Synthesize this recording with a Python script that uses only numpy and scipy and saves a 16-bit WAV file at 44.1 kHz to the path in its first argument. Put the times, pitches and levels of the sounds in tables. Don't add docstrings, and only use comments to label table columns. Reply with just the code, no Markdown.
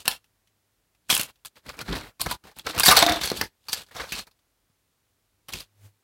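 import sys
import numpy as np
from scipy import signal
from scipy.fft import rfft, irfft
from scipy.io import wavfile
from scipy.ndimage import uniform_filter1d

SR = 44100
rng = np.random.default_rng(int(sys.argv[2]) if len(sys.argv) > 2 else 0)


def invert_db(x):
    u = np.asarray(x, float) / 20
    return 10 ** u


def digitize_waveform(pressure):
    field = np.atleast_2d(pressure).T
    bounded = np.clip(field, -1, 1)
    quanta = np.round(bounded * 32767).astype(np.int16)
    wavfile.write(sys.argv[1], SR, quanta)


N = 266229


def curve(points, column=1):
    rows = np.array(points, float)
    return np.interp(np.arange(N) / SR, rows[:, 0], rows[:, column])


def frequencies(size):
    return np.maximum(np.arange(size // 2 + 1) * SR / size, 1)


def colour(x, points):
    hz, db = np.transpose(points)
    shape_db = np.interp(np.log(frequencies(N)), np.log(hz), db, left=-90, right=-90)
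    y = irfft(rfft(x) * invert_db(shape_db), N)
    return y / np.std(y)


def resonance(f, hz, q):
    return 1 / (1 + 1j * q * (f / hz - hz / f))


def dying(t, t60):
    return np.exp(-np.log(1000) * t / t60)


def grains(rate, spread_db, smear_s, wash):
    chance = rng.random((N, 2))
    size_db = spread_db * np.minimum(-np.log(chance[:, 1] + 1e-9), 2)
    slips = (chance[:, 0] < rate / SR) * invert_db(size_db)
    puffs = signal.lfilter([1], [1, -np.exp(-1 / (smear_s * SR))], slips)
    return rng.standard_normal(N) * (wash + puffs / np.std(puffs))


def rumble():
    drone = resonance(frequencies(N), 44.4, 5) ** 2
    y = irfft(rfft(rng.standard_normal(N)) * drone, N)
    return y / np.std(y) * invert_db(-78.5)


# (frequency [Hz], level [dB])
HISS_TONE = [(22, -32.5), (45, -11.5), (100, -13.5), (140, -17.5), (400, -21), (4000, -29), (12000, -30.5),
             (16000, -32)]


def hiss(open_db):
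    return colour(rng.standard_normal(N), HISS_TONE) * invert_db(-70.5 + 0.77 * open_db)


# (time [s], level [dB])
HUM = [(0, -75), (.5, -76.5), (.95, -79.5), (1.1, -86.5), (4.4, -84), (5.05, -78), (5.3, -74), (5.5, -68.5),
       (5.72, -65.5), (5.8, -53.5), (5.86, -40), (5.92, -64.5), (6.04, -83)]


def hum():
    return np.sin(2 * np.pi * 101.5 * np.arange(N) / SR) * invert_db(curve(HUM))


GATE_SHUT_DB, GATE_RANGE_DB = -69.5, 24.5


def gate_db():
    hum_db = curve(HUM) - 7.5
    loudest_db = np.maximum(np.maximum(*grips()), hum_db)
    return np.clip(loudest_db - GATE_SHUT_DB, 0, GATE_RANGE_DB)


def room(x):
    t = np.arange(SR // 2) / SR
    tail = rng.standard_normal(len(t)) * dying(t, 0.27) * (1 - np.exp(-t / 0.00014))
    tail = signal.lfilter([1], [1, -.35], tail)
    return signal.fftconvolve(x, tail / np.linalg.norm(tail))[:N] * invert_db(-11)


DIE_AWAY_S = [.165, 1.249, 1.304, 1.72, 2.09, 2.358, 2.53, 3.466, 3.814, 4.211, 5.621, 5.885]
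DIE_AWAY_MS = 29
GATE_KNEE_DB, GATE_RATIO, SILENT_DB = -54, 1.4, -84


def squeeze_db(rows):
    ms = np.arange(0, N / SR * 1000, .25)
    db = np.full(len(ms), -200.)
    for s, peak_db, rise_ms, fall_ms in rows:
        die_away_s = min((end for end in DIE_AWAY_S if end > s), default=N / SR)
        late = ms - s * 1000
        free = np.maximum(ms - 1000 * die_away_s, 0)
        drop_db = 10 * np.maximum(late / fall_ms, -late / rise_ms) + 10 * free / DIE_AWAY_MS
        db = np.maximum(db, peak_db - drop_db)
    below_knee_db = np.maximum(GATE_KNEE_DB - db, 0)
    passed_db = np.maximum(db - (GATE_RATIO - 1) * below_knee_db, SILENT_DB)
    return np.interp(np.arange(N) / SR * 1000, ms, passed_db)


# (peak time [s], crackle level [dB],
# flexing over crackle [dB], rise [ms per 10 dB], fall [ms per 10 dB])
SQUEEZES = [(0, -38.5, -8, 7.5, 19), (.06, -35, -1.5, 6, 28), (.086, -36, -3, 6, 56),
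            (1.107, -18.5, -17, 5.5, 63), (1.203, -25, -4.5, 32, 27), (1.297, -50, 3, 28, 22),
            (1.459, -34.5, -12.5, 3, 11), (1.572, -48.5, 1, 10.5, 19), (1.666, -43.5, 2.5, 6, 49),
            (1.698, -37, 4, 20, 16), (1.812, -35.5, 4.5, 21, 11), (1.888, -35, 3.5, 14, 32),
            (1.928, -30.5, 5, 31.5, 73), (2.209, -24, -9, 4, 19), (2.269, -37, 14, 7.5, 5),
            (2.315, -25.5, -4, 25, 18), (2.446, -51.5, 2.5, 7.5, 40), (2.478, -50.5, 4, 20, 39),
            (2.572, -44, -4, 8.5, 14), (2.596, -43.5, -3.5, 22, 18), (2.674, -24, 7, 7.5, 9),
            (2.7, -26.5, -0.5, 18, 18),
            (2.777, -30, 4, 38, 9), (2.806, -15, -5.5, 16.5, 16), (2.852, -17, -16.5, 16, 43.5),
           (2.891, -16, 6, 6, 40.5), (2.973, -10, -1, 14, 33.5), (3.029, -16.5, 2.5, 12.5, 20.5),
           (3.099, -24.5, 6.5, 36, 63), (3.169, -29, 3, 68, 28), (3.237, -28, -2.5, 42, 91),
           (3.323, -38, 4.5, 38.5, 40), (3.377, -31, -8, 40, 48), (3.418, -31, 2, 28, 19.5),
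           (3.694, -40, -7.5, 0.5, 62), (3.733, -22.5, -16, 8.5, 12.5), (3.777, -35.5, -5, 50, 67),
           (3.811, -46, -8, 62, 29), (3.917, -55, -6, 6.5, 58), (3.958, -40.5, 5.5, 10, 60),
           (4.005, -32.5, 7.5, 23, 36.5), (4.119, -45, 2, 82, 60), (4.191, -32, -4, 77, 36),
           (4.278, -58, 8.5, 12, 12),
            (1.657, -54, -3, 6.5, 60), (1.745, -52, 7.5, 42, 19), (1.772, -53, 8, 6, 40),
           (1.858, -56, 0, 4, 80), (3.868, -58, -4, 3, 101), (3.912, -51, 2, 3.5, 100),
           (3.952, -46, -4, 5, 70), (5.492, -36.5, 1, 4, 15), (5.529, -33, -7, 6.5, 40),
           (5.543, -33.5, -5, 12, 66), (5.603, -48, -6, 60, 28), (5.657, -61, -3, 12, 25)]


def grips():
    rows = SQUEEZES
    crackle_rows = [(s, db, rise, fall) for s, db, _, rise, fall in rows]
    flex_rows = [(s, db + flex_db, rise, fall) for s, db, flex_db, rise, fall in rows]
    return squeeze_db(crackle_rows), squeeze_db(flex_rows)


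# (frequency [Hz], level [dB per Hz])
CRACKLE_TONE = [(1800, -27.5), (2500, 0), (3400, 2.5), (4300, 3), (5300, -5), (6200, -31.5)]
# (frequency [Hz], level [dB per Hz])
FLEX_TONE = [(300, -30.5), (450, 0), (700, -3.5), (1400, -2), (2300, -5.5), (3200, -25.5)]
# (frequency [Hz], level [dB per Hz])
BUMP_TONE = [(25, -24.5), (45, 4), (100, -1.5), (200, -5), (380, -7.5), (550, -32.5)]
# (frequency [Hz], level [dB per Hz])
EDGE_TONE = [(4500, -30.5), (5800, -1.5), (8000, 2), (10500, -3.5), (13000, -4.5), (15600, -12)]
# (time [s], level [dB])
SHAKES = [(0.073, -43), (1.1, -35.5), (1.667, -37), (1.8, -42), (1.9, -26.5), (1.96, -31), (2.04, -42),
          (2.209, -44), (2.268, -28.5), (2.445, -45), (2.572, -48), (2.658, -39), (2.776, -32.5),
          (2.9, -25.5), (2.95, -28), (3.24, -33), (3.325, -31), (3.36, -33), (3.42, -32), (3.47, -38),
          (4.0, -37), (4.13, -38.5), (4.19, -46), (5.543, -40)]
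SHAKE_RISE_MS, SHAKE_FALL_MS = 12, 42


def handling():
    crackle_db, flex_db = grips()
    crackle_db, flex_db = crackle_db - 4, flex_db - 5
    shakes_db = squeeze_db([(s, db, SHAKE_RISE_MS, SHAKE_FALL_MS) for s, db in SHAKES])
    bump_db = np.clip(shakes_db, flex_db - 9.5, flex_db + 6.5)
    edges_db = crackle_db - 6.5 + 0.57 * (crackle_db - flex_db)
    slips = grains(700, 4, .0015, .9)
    edges = colour(slips, EDGE_TONE) * invert_db(edges_db)
    crackle = colour(slips, CRACKLE_TONE) * invert_db(crackle_db + 1.5)
    flex = colour(grains(400, 4, .003, .9), FLEX_TONE) * invert_db(flex_db + 2)
    bump = colour(grains(54, 2.8, 0.023, 0.78), BUMP_TONE) * invert_db(bump_db)
    return crackle + edges + flex + bump


# (time [s], level [dB], pitch [Hz])
BEADS = [
    (2.8816, -4.5, 10200),
    (2.888, -6, 10300),
    (2.9127, -3.5, 10200),
    (2.923, -9, 9900),
    (2.9685, -12, 9800),
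    (3.0212, -16, 10300),
    (3.0485, -25.5, 10000),
    (3.095, -20.5, 10000),
]


def beads(size=1024):
    out, t = np.zeros(N), np.arange(size) / SR
    f = frequencies(size)
    for (s, db, hz), puff in zip(BEADS, rng.standard_normal((len(BEADS), size))):
        ring = irfft(rfft(puff * dying(t, .012)) * resonance(f, hz, 14), size)
        out[int(s * SR):][:size] += invert_db(db) * ring / np.abs(ring).max()
    return out


# (time [s], level [dB], panel ring [Hz], fizz [dB], t60 [s])
CRACKS = [(.0788, -6.5, 2800, 1, 0.022), (.1122, -25.5, 3385, -12.5, .062), (1.1018, -8, 3325, -1, 0.023),
          (1.1504, -15.5, 3260, 8.5, .019), (1.1662, -12, 2730, -7, .016), (1.177, -30.5, 3220, 20, .027),
          (1.212, -17.5, 2740, 6.5, 0.014), (1.456, -34, 4770, 7.5, .03), (1.6921, -28.5, 2460, -32, .022),
          (2.3118, -19, 970, -0.5, .035), (2.5871, -33, 2787, 6, .013), (2.7976, -12, 1342, 10, .013),
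          (2.8035, -12.5, 1148, -9, .018), (2.8335, -8, 4660, -5, .061), (2.8601, -4.5, 4603, 2, .067),
          (2.9658, -7.5, 3970, -3.5, .028), (2.9899, -4.5, 3992, -9.5, .011),
          (3.2287, -31, 3430, -23, .074), (3.2352, -20, 4440, -25, .05), (3.6848, -24.5, 4500, -9, .106)]
# (time [s], level [dB], panel ring [Hz], fizz [dB], t60 [s])
CREASES = [(1.1092, -9, 3350, -15.5, 0.038), (1.2319, -28.5, 6900, 8, .024), (1.449, -33.5, 3410, -3, 0.04),
           (1.8844, -35, 963, -13, 0.0091), (1.9791, -31.5, 920, -20, 0.016),
           (2.1974, -29, 1120, -10.5, 0.056), (2.2147, -15.5, 4510, 5, 0.029),
           (2.3098, -28, 1110, -6, .071), (2.4391, -45.5, 1410, -15, .016), (2.5138, -47.5, 918, -11, .052),
           (2.5946, -30, 3387, -12, .012), (2.679, -30, 530, -25, .03), (2.779, -18, 1329, -4, .021),
           (2.788, -14.5, 2760, -8, .016), (2.8517, -26, 4548, -12, .06), (2.9155, -3, 1200, -8.5, .047),
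           (3.2419, -21.5, 3410, -8.5, 0.17), (3.275, -17, 4270, -14, 0.019),
           (3.3004, -18.5, 4240, -14, 0.03), (3.73, -15, 4550, -7, 0.056), (5.5352, -22, 2650, -10, 0.036),
           (5.604, -32, 4810, -0.5, 0.057)]
# (time [s], level [dB], panel ring [Hz], fizz [dB], t60 [s])
KNOCKS = [(0.055, -27.5, 2730, -1.5, 0.031), (1.0945, -25.5, 1530, -13, 0.03),
          (1.126, -12, 3200, -4, 0.032), (1.1953, -16, 2800, -1, 0.043), (1.7693, -44, 282, -15, 0.029),
          (1.7904, -27.5, 2380, -15, 0.023), (1.8129, -26, 1420, -12.5, 0.04),
          (1.8575, -53.5, 2140, -16.5, 0.06), (1.9525, -30, 253, -5, 0.12),
          (2.0103, -36.5, 3850, -22, 0.038), (2.2616, -21.5, 1340, -11, 0.043),
          (2.47, -46, 820, -23, 0.082), (2.5654, -44.5, 864.4, 0, 0.033), (2.666, -22, 1360, -20, 0.029),
          (2.6934, -30.5, 312.3, -14, .092), (2.748, -30.5, 690, -14, .041),
          (2.7615, -27.5, 312, -12, .041), (2.8819, 0, 3772, -7, 0.06), (3.2125, -21.5, 3600, -9.5, 0.05),
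          (3.255, -30, 295, 9, .049), (3.368, -31, 4500, -2, 0.2), (3.4121, -12.5, 1890, -5, 0.021),
          (3.694, -31, 4810, -13, 0.02), (5.4846, -35.5, 3160, -0.5, 0.081)]
# (time [s], level [dB], panel ring [Hz], fizz [dB], t60 [s])
SETTLES = [
    (3.95, -36.5, 1350, -16, 0.1),
    (3.9637, -30, 624, -42, 0.13),
    (3.9975, -35, 1490, -40, 0.42),
    (4.09, -40, 4560, -16, 0.081),
    (4.1212, -21, 2600, -8, 0.096),
    (4.15, -31, 4200, -50, 0.15),
    (4.18, -33.5, 4040, -30, 0.096),
    (4.1912, -29.5, 4230, -31, 0.044),
]
# (time [s], level [dB])
BOUNCES = [
    (3.0205, -16),
    (3.0253, -4),
    (3.0643, -9),
    (3.0886, -18),
    (3.0955, -14),
    (3.0995, -32),
    (3.121, -15),
    (3.142, -25),
    (3.1595, -25.5),
]
BOUNCE_HZ, BOUNCE_FIZZ_DB, BOUNCE_T60_S = 3600, -13.5, 0.028
# (time [s], level [dB], panel ring [Hz])
TICKS = [
    (0.2425, -54, 2750),
    (0.4731, -59.5, 3060),
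    (0.949, -60, 2470),
    (1.3577, -56, 3460),
    (1.5568, -52, 2150),
    (3.864, -55, 4300),
    (3.886, -52, 1590),
    (4.2696, -47, 4200),
    (4.3123, -55, 4140),
    (4.39, -64, 3496),
]
TICK_FIZZ_DB, TICK_T60_S = -6, 0.052
# (time [s], level [dB], panel ring [Hz], t60 [s])
THUMPS = [
    (1.8978, -39.5, 364, 0.014),
    (1.928, -31, 388, 0.017),
    (1.9664, -31, 2660, 0.037),
    (2.453, -47.5, 940, 0.074),
    (2.7397, -48, 1361, 0.058),
    (3.3164, -19, 330, 0.012),
    (3.435, -36, 420, 0.13),
    (4.699, -66, 90, 0.055),
]
THUMP_FIZZ_DB = -12
# (time [s], level [dB],
# panel ring [Hz], fizz [dB], t60 [s])
TEARS = [(2.8651, -8, 4420, -1.5, 0.053), (2.871, -9, 7290, -5.5, 0.071), (2.8885, -6, 746, -9, 0.064),
         (2.8965, -11.5, 5260, -11.5, 0.072), (2.9066, -11, 1460, -14, 0.046),
         (2.9119, -4, 1255, -1.5, 0.032), (2.9234, -8.5, 1300, -4.5, 0.045), (2.956, -15.5, 990, -11, .012),
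         (2.9694, -1.5, 4346, -3.5, 0.026), (2.973, -7, 800, -11, .04), (2.997, -14, 7900, -9, .03),
         (1.139, -17, 3260, -4, 0.054), (.0792, -10.5, 5310, -6.5, 0.024), (1.0996, -15, 2520, -6, 0.013),
         (3.2293, -27.5, 7040, -18, .12), (3.257, -25, 10100, -6, .03), (3.4146, -16.5, 4700, -8, 0.015),
         (3.438, -33, 10900, -8, .02)]
THUD_DB = -28.5, -15, -3, -3, -18.5, -4.5, 14, -15.5


def snap_rows():
    bounces = [(s, db, BOUNCE_HZ, BOUNCE_FIZZ_DB, BOUNCE_T60_S) for s, db in BOUNCES]
    ticks = [(*row, TICK_FIZZ_DB, TICK_T60_S) for row in TICKS]
    thumps = [(s, db, hz, THUMP_FIZZ_DB, t60) for s, db, hz, t60 in THUMPS]
    kinds = CRACKS, CREASES, KNOCKS, SETTLES, bounces, ticks, thumps, TEARS
    return [(s, db, hz, thud_db, fizz_db, t60)
            for rows, thud_db in zip(kinds, THUD_DB) for s, db, hz, fizz_db, t60 in rows]


def slip_burst(puff, t, t60):
    burst = puff * (1 - np.exp(-t / (.0002 + .008 * t60))) * dying(t, max(t60 * .9, .004))
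    burst = burst + 1.2 * puff * np.exp(-t / 0.00061)
    slips = rfft(burst)
    return slips / uniform_filter1d(np.abs(slips) ** 2, size=70) ** .5


def shell_body(f, panels):
    others = sum(invert_db(-6 * strength) * resonance(f, 800 * 7.5 ** pitch, 13) for pitch, strength in panels)
    return invert_db(-6.0) * others + invert_db(-10.5) * resonance(f, 4300, 4.5) + invert_db(-19.5) * resonance(f, 1000, 0.39)


def snaps(size=8192, count=22):
    out, t = np.zeros(N + size), np.arange(size) / SR
    f = frequencies(size)
    push = rfft(t * np.exp(-t / .00015))
    fade = np.cos(np.pi / 2 * t / t[-1])
    rows = snap_rows()
    noise, chance = rng.standard_normal((len(rows), size)), rng.random((len(rows), count, 2))
    for (s, db, hz, thud_db, fizz_db, t60), puff, panels in zip(rows, noise, chance):
        slips = slip_burst(puff, t, t60)
        panel = resonance(f, hz, 6 + hz / 250 * (db > -45))
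        desk = resonance(f, min(hz, 320 if thud_db > 5 else 170), 0.67) ** 2
        edges = resonance(f, 11000, 0.75) ** 2 / (1 + (f / 13500) ** 6)
        layers = [(slips * panel, -3.5), (slips * shell_body(f, panels), -1.5),
                  (push * desk, thud_db - 7.0), (slips * edges, fizz_db - 1.5)]
        if 3.0 < s < 3.17:
            tray = resonance(f, 688, 21) + invert_db(-6) * resonance(f, 310, 12)
            layers.append((push * tray, -5 - .25 * db))
        at = int(s * SR)
        for spectrum, share_db in layers:
            ring = irfft(spectrum, size) * fade
            loudest = uniform_filter1d(ring ** 2, size=100).max() ** .5
            out[at:at + size] += invert_db(db + share_db - 2.5) * ring / loudest
    return out[:N]


def scene():
    near, open_db = snaps() + beads(), gate_db()
    tail = room(near) * invert_db(open_db - GATE_RANGE_DB)
    drone = rumble() * invert_db(0.74 * open_db)
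    return (near + handling() + tail + hiss(open_db) + hum() + drone)[None]


def band_limit(x):
    return signal.sosfilt(signal.butter(12, 16820, fs=SR, output="sos"), x)


def record(dry):
    rounded = np.tanh(0.7 * dry) / 1.006
    top_cut = signal.ellip(10, .2, 75, 15900, fs=SR, output="sos")
    bass_cut = signal.butter(2, 40, "high", fs=SR, output="sos")
    return band_limit(signal.sosfilt(np.vstack([top_cut, bass_cut]), rounded))


dry = scene()
out = record(dry)
digitize_waveform(out)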